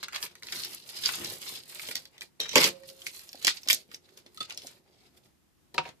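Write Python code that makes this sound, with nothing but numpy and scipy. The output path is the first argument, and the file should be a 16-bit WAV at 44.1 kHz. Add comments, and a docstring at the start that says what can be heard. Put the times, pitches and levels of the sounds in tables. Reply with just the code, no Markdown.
"""Wooden table, small room: a utility knife is pulled three times through a dense foam block and laid down with
a clatter; hands snap the slice off, put it aside and drop the block on a glass-topped kitchen scale. Bursting cells
excite foam resonances and snap as short noise bursts; blows ring modes of table, glass, slice, block and scale.
Changing noise echoes answer over a faint hiss; two microphone ports sit above, right of the work."""
import sys
import numpy as np
from scipy import signal
from scipy.fft import rfft, irfft
from scipy.io import wavfile
from scipy.ndimage import uniform_filter1d

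SR = 44100
rng = np.random.default_rng(int(sys.argv[2]) if len(sys.argv) > 2 else 0)


def pcm_store(signal):
    """Save signal as 16-bit PCM."""
    levels = np.round(np.clip(np.atleast_2d(signal), -1, 1) * 32767)
    wavfile.write(sys.argv[1], SR, levels.astype(np.int16).T)


N = 264581
T_S = np.arange(N) / SR

# room tone and hiss spectrum: f/Hz, relative density/dB
AIR_SPECTRUM = [(18, -48), (30, -17.5), (89, -6.5), (102, -13.5), (122, -9), (211, -10), (337, -11.5),
                (437, -20), (1830, -26.5), (13900, -32.5), (15000, -40)]
AIR_DB = -68
# where the hands work: t/s, left port delay/ms, left minus right/dB
PLACE = [(0, 0.07, 0), (1.9, 0.13, 0), (2.498, .16, -1.3), (3.598, 0.15, -0.5), (4.199, .18, -1),
         (4.7, 0.17, 0), (5.7, 0.018, 2), (6, 0.019, -1.5)]
SHADE_DB = -2.5  # left port above 7.8 kHz: turned away
EARLY_DB, EARLY_T60_S = -7, .015
ROOM_DB, ROOM_T60_S, ROOM_TOP_HZ = -4, .13, 7000
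TOP_HZ = 14550

# blows on the table: t/s, relative level/dB
TABLE_BLOWS = [(0.233, -43), (1.05, -58), (1.885, -38), (2.398, -37.5), (2.534, -33), (2.556, -8.5),
               (2.566, -12), (2.578, -17), (2.599, -20.5), (2.64, -22), (2.669, -29.5)]
TABLE_CONTACT_MS = .4
# table modes: f/Hz, relative level/dB, t60/s
TABLE_MODES = [(153, -5, .45), (188, -19, .35), (263, -4, .15), (322, -8, .1), (348, -3, .17),
               (407, -6, .1), (443, 0, .16), (513, -1, .12), (590, -3, .08), (700, -24, .4), (846, -4, .07),
               (957, -3, .06), (1120, -6, .07)]
# close pair of the scale's glass plate, humming along: f/Hz, relative level/dB, t60/s
GLASS_MODES = [(536, -16, 1.1), (548.5, -17, .9)]
# block lands on the scale: t/s, relative level/dB, contact/ms
SCALE_BLOWS = [(5.745, -31, 0.71), (5.78, -14.5, 0.059), (5.853, -32.5, 0.13)]
# scale modes: f/Hz, relative level/dB, t60/s
SCALE_MODES = [(142, -16, .2), (160, -14, .25), (360, -16, .08), (510, -10, .1), (600, -14, .06),
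               (745, -8, .1), (775, -8, .1), (943, -3, .1), (1055, -11, .05), (1230, -11, .04),
               (1833, -12, .06), (2220, -3, .025), (2420, -2, .025), (2660, 1, .03), (3670, -9, .02),
               (4750, -5, .015)]
# cut-off slice put down: t/s, relative level/dB, contact/ms
SLICE_TAPS = [(4.376, -37.5, 0.36), (4.405, -26.5, 0.061), (4.412, -40, 0.13), (4.578, -53, .08)]
# slice modes: f/Hz, relative level/dB, t60/s
SLICE_MODES = [(1240, -8, .045), (1300, -8, .05), (3480, -3, .05), (3560, -2, .05), (4450, -3, .035)]
# block knocks as it is bent and broken: t/s, relative level/dB, contact/ms
BLOCK_KNOCKS = [(3.345, -40.5, 0.33), (3.446, -35, 0.4), (3.475, -30.5, 0.28), (3.664, -40, 0.45),
                (3.703, -39, 0.5), (3.726, -36.5, 0.62), (4.26, -50.5, 0.38), (4.406, -35.5, 0.64),
                (4.646, -41.5, 0.67)]
# block modes: f/Hz, relative level/dB, t60/s
BLOCK_MODES = [(275, -4.5, 0.05), (550, -2.5, 0.028), (750, -0.5, .025)]

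# cells snapping, ticks, hard edges of the knife's clatter: t/s, level/dB, f/Hz, treble re tone/dB
CRACKS = [(0.0295, -24.5, 1440, -0.5), (0.0834, -28, 1450, -13), (.1246, -32.5, 2280, -24),
          (0.1312, -32, 1290, -15), (.1471, -22, 3850, -20), (0.1606, -22, 3190, -25),
          (0.2274, -17, 4800, -8), (0.236, -24, 4400, 0), (.2518, -28.5, 4400, 4), (.2613, -32, 2410, -5),
          (0.3536, -33, 2300, -7), (0.4242, -36.5, 2340, -19), (.4324, -28.5, 4120, -22),
          (0.4697, -29, 4160, -17), (0.4862, -29, 2500, -12), (0.5235, -19, 4900, -18),
          (.6482, -23.5, 5060, 2.5), (1.037, -18, 3630, -12), (1.0588, -9, 4700, -16),
          (1.1865, -32, 5040, -4), (1.2462, -18.5, 4660, -9), (1.338, -30, 4630, -15),
          (1.7953, -27.5, 2200, -7), (1.887, -24, 3000, -5), (1.912, -22.5, 2200, -12),
          (1.9546, -12, 4520, -5), (2.0541, -31.5, 4150, -5), (2.18, -38, 3750, -16),
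          (2.2091, -26.5, 4130, -4), (2.2189, -28, 2260, -18), (2.4018, -16, 3860, -4.5),
          (2.5323, -21, 3000, -15.5), (2.5567, 2, 2800, -14), (2.578, -3.5, 4940, -10.5),
          (2.5814, -5.5, 3000, -13), (2.6036, -11, 4974, -4), (2.6417, -3, 4266, -13.5),
          (2.8342, -42.5, 1520, -15), (2.8788, -47.5, 4910, 3), (2.8999, -33.5, 4820, -11),
          (3.0186, -36, 3270, -19), (3.0665, -22.5, 2090, -26), (3.1473, -38, 5470, 1),
          (3.1936, -30.5, 5130, 0), (3.2911, -32, 5200, -14.5), (3.3303, -28, 5080, -4),
          (3.355, -32.5, 4390, -7.5), (3.4256, -30.5, 5140, -12.5), (3.4474, -7.5, 5640, -9.5),
          (3.4595, -23, 4540, -14), (3.4693, -2.5, 5120, -5.5), (3.479, -7, 2220, -15),
          (3.504, -27.5, 3420, -9), (3.5128, -25, 4320, -25), (3.6325, -29, 5066, -7),
          (3.6747, -23, 4390, -30), (3.6864, -3.5, 5013, -8.5), (3.7006, -5.5, 2300, -2),
          (3.7048, -5.5, 4667, 0.5), (3.7085, -9, 3460, -11), (3.7299, -6.5, 5634, 3),
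          (3.9149, -39, 1810, -18), (3.9446, -25.5, 5190, -18), (4.0916, -49.5, 3850, -12),
          (4.1742, -40.5, 4970, -13), (4.263, -39, 3680, -19), (4.3458, -45, 4390, 7.5),
          (4.3742, -31.5, 3960, -16), (4.4044, -31.5, 3570, -15), (4.4982, -28.5, 3530, -5),
          (4.5065, -26, 3010, -11), (4.546, -36, 5960, -18), (4.5745, -25.5, 5900, -16),
          (4.6196, -32.5, 4500, -15), (4.6697, -27, 6560, -13)]
CRACK_BODY_DB, BODY_DB_PER_OCTAVE = -6, -7  # body re tone at 2 kHz; a higher snap comes from a smaller piece
CRACK_T60_S, T60_HALVES_DB = .04, 25.5  # t60 at -31 dB; a harder snap is drier

# knife handle skids over the wood: t/s, level/dB
SKID = [(2.402, -31.5), (2.44, -37), (2.47, -44.5), (2.52, -38), (2.55, -39.5)]
# handle resonances: f/Hz, width/Hz, relative level/dB
HANDLE = [(3200, 300, -7), (3810, 120, 0), (4300, 250, -7), (5400, 400, -8), (5720, 300, -8)]
# upper foam resonances: f/Hz, width/Hz, relative level/dB
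FOAM = [(3360, 1500, 2.5), (4246, 1000, 8.5), (4820, 220, 3), (6600, 1800, -7)]
# deep foam resonances: f/Hz, width/Hz, relative level/dB
FOAM_LOW = [(1270, 970, -1.5), (1920, 2600, -11), (2170, 680, 1)]
# three pulls of the blade, one list each: t/s, level/dB
CUTS = [
    [(.42, -61), (.436, -53), (.515, -51), (.526, -39), (.59, -39.5), (.69, -47.5), (.72, -44.5),
     (.79, -58.5), (.84, -58.5)],
    [(.84, -63), (.88, -49), (1.03, -42.5), (1.062, -31), (1.075, -33.5), (1.15, -38.5), (1.334, -41),
     (1.39, -51), (1.43, -45), (1.566, -41), (1.65, -63.5)],
    [(1.65, -60), (1.716, -46.5), (1.874, -44.5), (1.92, -39.5), (1.946, -60), (1.955, -35.5),
     (2.01, -58.5), (2.09, -68.5)],
]
CUT_TREBLE_DB, CUT_DEEP_DB = -1.5, -11  # cell-wall hiss, deep flexing: re cut level
# fingers, block and table rubbing: t at full level/s, level/dB, rise/s, hold/s, treble re level/dB, deep re level/dB
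SCUFFS = [(.004, -58, 0.017, 0.0027, -13, -3), (0.031, -40.5, 0.0063, 0.0037, -28, -6),
          (0.155, -39.5, 0.044, 0.0081, -13, 1), (0.23, -41, 0.053, 0.014, 1.5, -3),
          (.315, -55, .02, .005, -11, -7), (0.37, -68.5, .05, .03, 1, -6),
          (2.132, -68, 0.065, 0.053, -6, 0.5), (2.22, -47, 0.022, .002, 1, -24),
          (2.399, -50, 0.0049, 0.068, -8.5, 8.5), (2.545, -35, 0.052, 0.0025, -21, -8),
          (2.556, -22.5, 0.0042, 0.064, -3.5, -2.5), (2.633, -26.5, 0.022, 0.04, -2, -6),
          (2.756, -65.5, 0.06, 0.074, 1, 1.5), (2.887, -54.5, 0.077, .02, 3, -10.5),
          (3.056, -52.5, 0.23, .005, 1, -11), (3.065, -41, 0.01, 0.0089, 0.5, -34),
          (3.151, -50.5, 0.11, 0.046, 3.5, -14), (3.214, -51, .15, 0.16, 0, -15),
          (3.437, -47.5, .12, .003, 2.5, -10), (3.448, -36, .006, .001, 3, -32),
          (3.471, -28.5, .006, 0.014, -6.5, -13), (3.546, -48.5, .05, 0.038, -4, -10.5),
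          (3.651, -52, 0.14, .01, -5.5, -12), (3.7, -29, 0.031, 0.041, -3, -36),
          (3.778, -54, .02, 0.033, -2, -11), (3.944, -52.5, 0.086, .003, -1, -9),
          (4.098, -65, 0.17, 0.074, -4, -7), (4.175, -54.5, .02, 0.009, -3.5, -8),
          (4.263, -62, .03, 0.0043, -20, -5.5), (4.385, -62.5, 0.14, .01, 2, -4.5),
          (4.405, -40.5, 0.0078, .015, -20, -7), (4.497, -50.5, .03, 0.028, -15, -4),
          (4.575, -46.5, .015, .001, -16, -24), (4.668, -49, 0.18, .01, -4, -10),
          (4.707, -62.5, .05, 0.08, -0.5, -6.5), (4.867, -73.5, .05, .08, -8, -5.5),
          (5.07, -64, 0.35, .003, -11, -7), (5.172, -62, 0.084, .01, -3.5, -8.5),
          (5.254, -66, 0.062, 0.021, -3.5, -13.5), (5.743, -52, 0.0028, .003, -3.5, -22),
          (5.774, -57, 0.013, 0.036, -25, -2), (5.861, -59, 0.074, 0.024, -23, 9)]
RISE_DB, SAG_DB_PER_S, RELEASE_DB_PER_S = 26.5, 75, 519.5  # climb within the rise time, fall in hold, fall after
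# hands lean on the table: t/s, rumble level at a rub of -44.5 dB/dB
LEAN = [(0, -58), (.6, -59), (.95, -62.5), (1.15, -58), (1.22, -51), (1.36, -55.5), (1.45, -60.5),
        (2.3, -59), (2.7, -52), (3.2, -65), (3.7, -60), (4.5, -58), (5.6, -63.5), (5.8, -43.5), (6, -54.5)]
LEAN_SHARE, HAND_DB = .43, -47  # rumble dB per rub dB; ceiling of the rumble
SPREAD = .93  # share of the rasp that each port hears from a different part of the cut


def undb(db):
    """Amplitude ratio of a dB value."""
    return 10 ** (np.asarray(db) / 20)


def unit(x):
    """Scale to rms 1."""
    return x / np.sqrt(np.mean(x ** 2))


def band(x, hz, width_hz):
    """Resonant band-pass, gain 1 at the centre."""
    return signal.lfilter(*signal.iirpeak(hz, hz / width_hz, fs=SR), x)


def above(x, hz):
    """Third-order high-pass."""
    return signal.sosfilt(signal.butter(3, hz, "high", fs=SR, output="sos"), x)


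def below(x, hz):
    """Second-order low-pass."""
    return signal.sosfilt(signal.butter(2, hz, fs=SR, output="sos"), x)


def fade(t60_s, seconds):
    """Exponential decay, -60 dB at t60."""
    return np.exp(-np.log(1000) * np.arange(int(seconds * SR)) / SR / t60_s)


def walk(rate_hz):
    """Random levels, one per 1 / rate, slewed; rms 1."""
    step = int(SR / rate_hz)
    levels = np.repeat(rng.standard_normal(N // step + 1), step)
    return unit(uniform_filter1d(levels, step)[:N])


def curve(rows):
    """Gain of the dB column over time; silent outside the table."""
    t_s, db = np.transpose(rows)
    inside = (T_S >= t_s[0]) & (T_S <= t_s[-1])
    return np.where(inside, undb(np.interp(T_S, t_s, db)), 0)


def add(out, t_s, x):
    """Mix x in at t_s."""
    i = int(t_s * SR)
    out[i:i + len(x)] += x[:max(N - i, 0)]


def ring(force, modes):
    """Each mode is a decaying two-pole resonator; signs alternate."""
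    out = np.zeros(N)
    for k, (hz, db, t60_s) in enumerate(modes):
        r = np.exp(-np.log(1000) / (t60_s * SR))
        w = 2 * np.pi * hz / SR
        mode = signal.lfilter([0, np.sin(w)], [1, -2 * r * np.cos(w), r * r], force)
        out += (-1) ** k * undb(db) * mode
    return out


def blows(rows, modes, gain_db):
    """Raised-cosine pushes, longer for softer contact, ring the body."""
    force = np.zeros(N)
    for t_s, db, contact_ms in rows:
        push = np.hanning(int(contact_ms * SR / 1000) + 3)
        add(force, t_s, undb(db + gain_db) * push / push.sum())
    return ring(force, modes)


def resonate(x, modes, flicker_db):
    """Parallel resonances with independently flickering levels; rms 1."""
    parts = [undb(db + flicker_db * walk(25.052)) * band(x, hz, width_hz) for hz, width_hz, db in modes]
    return unit(sum(parts))


def air():
    """Room tone and microphone hiss: shaped noise, mostly unrelated at the ports, gently wavering."""
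    hz = np.fft.rfftfreq(N, 1 / SR)
    shape_hz, shape_db = np.transpose(AIR_SPECTRUM)
    shape = undb(np.interp(np.log(hz + 1), np.log(shape_hz), shape_db))
    noise = rng.standard_normal((2, N)) + .23 * rng.standard_normal(N)
    return undb(AIR_DB + walk(12)) * unit(irfft(rfft(noise) * shape, N))


def ports(x):
    """Sound reaches the right port first; table top and walls send each port its own noise-like echoes."""
    t_s, late_ms, pan_db = np.transpose(PLACE)
    late = np.round(np.interp(T_S, t_s, late_ms) * SR / 1000).astype(int)
    pan = undb(np.interp(T_S, t_s, pan_db) / 2)
    left = x[0, np.clip(np.arange(N) - late, 0, N - 1)] * pan
    left = left - (1 - undb(SHADE_DB)) * (left - below(left, 7800))
    direct = np.array([left, x[1] / pan])

    early, tail = fade(EARLY_T60_S, .25), fade(ROOM_T60_S, .25)
    early = undb(EARLY_DB) * early / np.linalg.norm(early)
    tail = undb(ROOM_DB) * tail / np.linalg.norm(tail)
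    hop = SR // 10
    window = np.sin(np.pi * np.arange(2 * hop) / (2 * hop))
    direct = np.pad(direct, ((0, 0), (hop, 2 * hop + len(tail))))
    out = direct.copy()
    # hands and block keep moving: new echo pattern every 0.1 s, crossfaded
    for i in range(0, N + hop, hop):
        field = rng.standard_normal((2, len(tail)))
        echo = early * field + tail * below(field, ROOM_TOP_HZ)  # walls swallow the treble
        echo -= .9 * below(echo, 700)  # thins the lows: long waves reach both ports alike
        wet = signal.fftconvolve(direct[:, i:i + 2 * hop] * window, echo, axes=1)
        out[:, i:i + wet.shape[1]] += wet
    return out[:, hop:hop + N]


def table():
    """Table blows ring the wood and, more faintly, the scale's glass plate."""
    hits = [(t_s, db, TABLE_CONTACT_MS) for t_s, db in TABLE_BLOWS]
    wood = above(above(blows(hits, TABLE_MODES, -10), 160), 160)
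    return wood + blows(hits, GLASS_MODES, -14.5)


def slice_taps():
    """The slice rings briefly as it is put down."""
    return blows(SLICE_TAPS, SLICE_MODES, 0)


def block_knocks():
    """Bending and breaking knock the block's dull, short modes."""
    return above(blows(BLOCK_KNOCKS, BLOCK_MODES, -3.5), 140)


def scale_ring():
    """The landing block rings the scale's modes."""
    return above(blows(SCALE_BLOWS, SCALE_MODES, -10), 140)


def scale_clack():
    """Hard edge of the scale blows: a short broad noise crack, weaker for soft contact."""
    out = np.zeros(N)
    for t_s, db, contact_ms in SCALE_BLOWS:
        burst = rng.standard_normal(int(.1 * SR)) * fade(.047, .1)
        edge = band(below(burst, 4180), 1720, 4100)
        add(out, t_s, undb(db) * np.sqrt(.078 / contact_ms) * edge)
    return out


def cracks():
    """Each snap is a click and a dying burst: foam resonance, broad skirt, treble spit, lower body."""
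    out = np.zeros(N)
    for t_s, db, hz, treble_db in CRACKS:
        body_db = CRACK_BODY_DB + BODY_DB_PER_OCTAVE * np.log2(hz / 2000)
        t60_s = CRACK_T60_S * .5 ** ((db + 31) / T60_HALVES_DB)
        envelope = fade(t60_s, .1) + 3.5 * fade(.006, .1)  # dying burst + click
        burst, other = rng.standard_normal((2, int(.1 * SR))) * envelope
        tone = above(band(burst, hz, .2 * hz) + .4 * band(burst, 4200, 3500), .5 * hz)
        spit = above(burst, 6500)
        body = above(band(other, 2100, 1300), 1000)
        tone, spit, body = (part / np.abs(part).max() for part in (tone, spit, body))
        add(out, t_s, undb(db) * (tone + undb(treble_db) * spit + undb(body_db) * body))
    return out


def tearing(rate_hz, scatter_db):
    """Cells burst as impulses at random moments with very unequal sizes; rms 1."""
    chance, luck = rng.random((2, N))
    size = rng.standard_normal(N) * undb(-scatter_db * np.log(luck + 1e-9))
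    return unit((chance < rate_hz / SR) * size)


def effort():
    """Gains of rasp, treble hiss, deep flexing: scuffs rise, sag while held, let go; powers add."""
    cut = sum(curve(rows) for rows in CUTS)
    power = np.outer(undb([0, CUT_TREBLE_DB, CUT_DEEP_DB]), cut) ** 2
    for t_s, db, rise_s, hold_s, treble_db, deep_db in SCUFFS:
        before = np.maximum(t_s - T_S, 0)
        after = np.maximum(T_S - t_s, 0)
        held = np.minimum(after, hold_s)
        drop_db = RISE_DB * before / rise_s + SAG_DB_PER_S * held + RELEASE_DB_PER_S * (after - held)
        near = drop_db < 60
        power[:, near] += np.outer(undb([0, treble_db, deep_db]), undb(db - drop_db[near])) ** 2
    return np.sqrt(power)


def rubbing():
    """Stick and slip: bursting cells excite the block, thin cell walls hiss, pressure shakes the table."""
    level, bright, deep = effort()
    common = tearing(8000, 2.4)
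    slip = undb(1.1 * walk(45) + 3.2 * walk(160))
    apart = np.array([np.roll(common, N // 3), np.roll(common, N // 2)])
    cells = slip * (np.sqrt(1 - SPREAD) * common + np.sqrt(SPREAD) * apart)
    # time-shifted cells: unrelated in phase
    deeper, walls = np.roll(cells, N // 5, axis=1), np.roll(cells, N // 7, axis=1)

    rasp = level * above(resonate(cells, FOAM, 3.77), 1800)
    flexing = deep * above(resonate(deeper, FOAM_LOW, 1), 530)
    skid_gain = curve(SKID)
    body = (rasp + flexing) * np.where(skid_gain > 0, .5, 1)  # one hand has left the foam
    hiss = bright * unit(band(above(walls, 6700), 10000, 11000))
    skid = skid_gain * resonate(walls, HANDLE, 1.9)

    low = unit(band(below(common, 830), 150, 390))
    shake = unit(.51 * unit(band(common, 350, 15)) + low + .15 * unit(band(common, 550, 720)))
    press = curve(LEAN) * (level / undb(-44.5)) ** LEAN_SHARE
    rumble = above(np.minimum(press, undb(HAND_DB)) * shake, 68)
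    return body + hiss + rumble + skid


def scene():
    """Half the table ring goes through the room; half fills both ports alike."""
    wood = table()
    blows_on_top = slice_taps() + block_knocks() + scale_ring() + scale_clack()
    work = .5 * wood + blows_on_top + cracks() + rubbing()
    return air() + .5 * wood + ports(work)


def record(dry):
    """The recorder rounds the loudest peaks and cuts the top steeply."""
    rounded = .9 * np.tanh(dry / .9)
    return signal.sosfilt(signal.ellip(10, .3, 75, TOP_HZ, fs=SR, output="sos"), rounded)


dry = scene()
out = record(dry)
pcm_store(out)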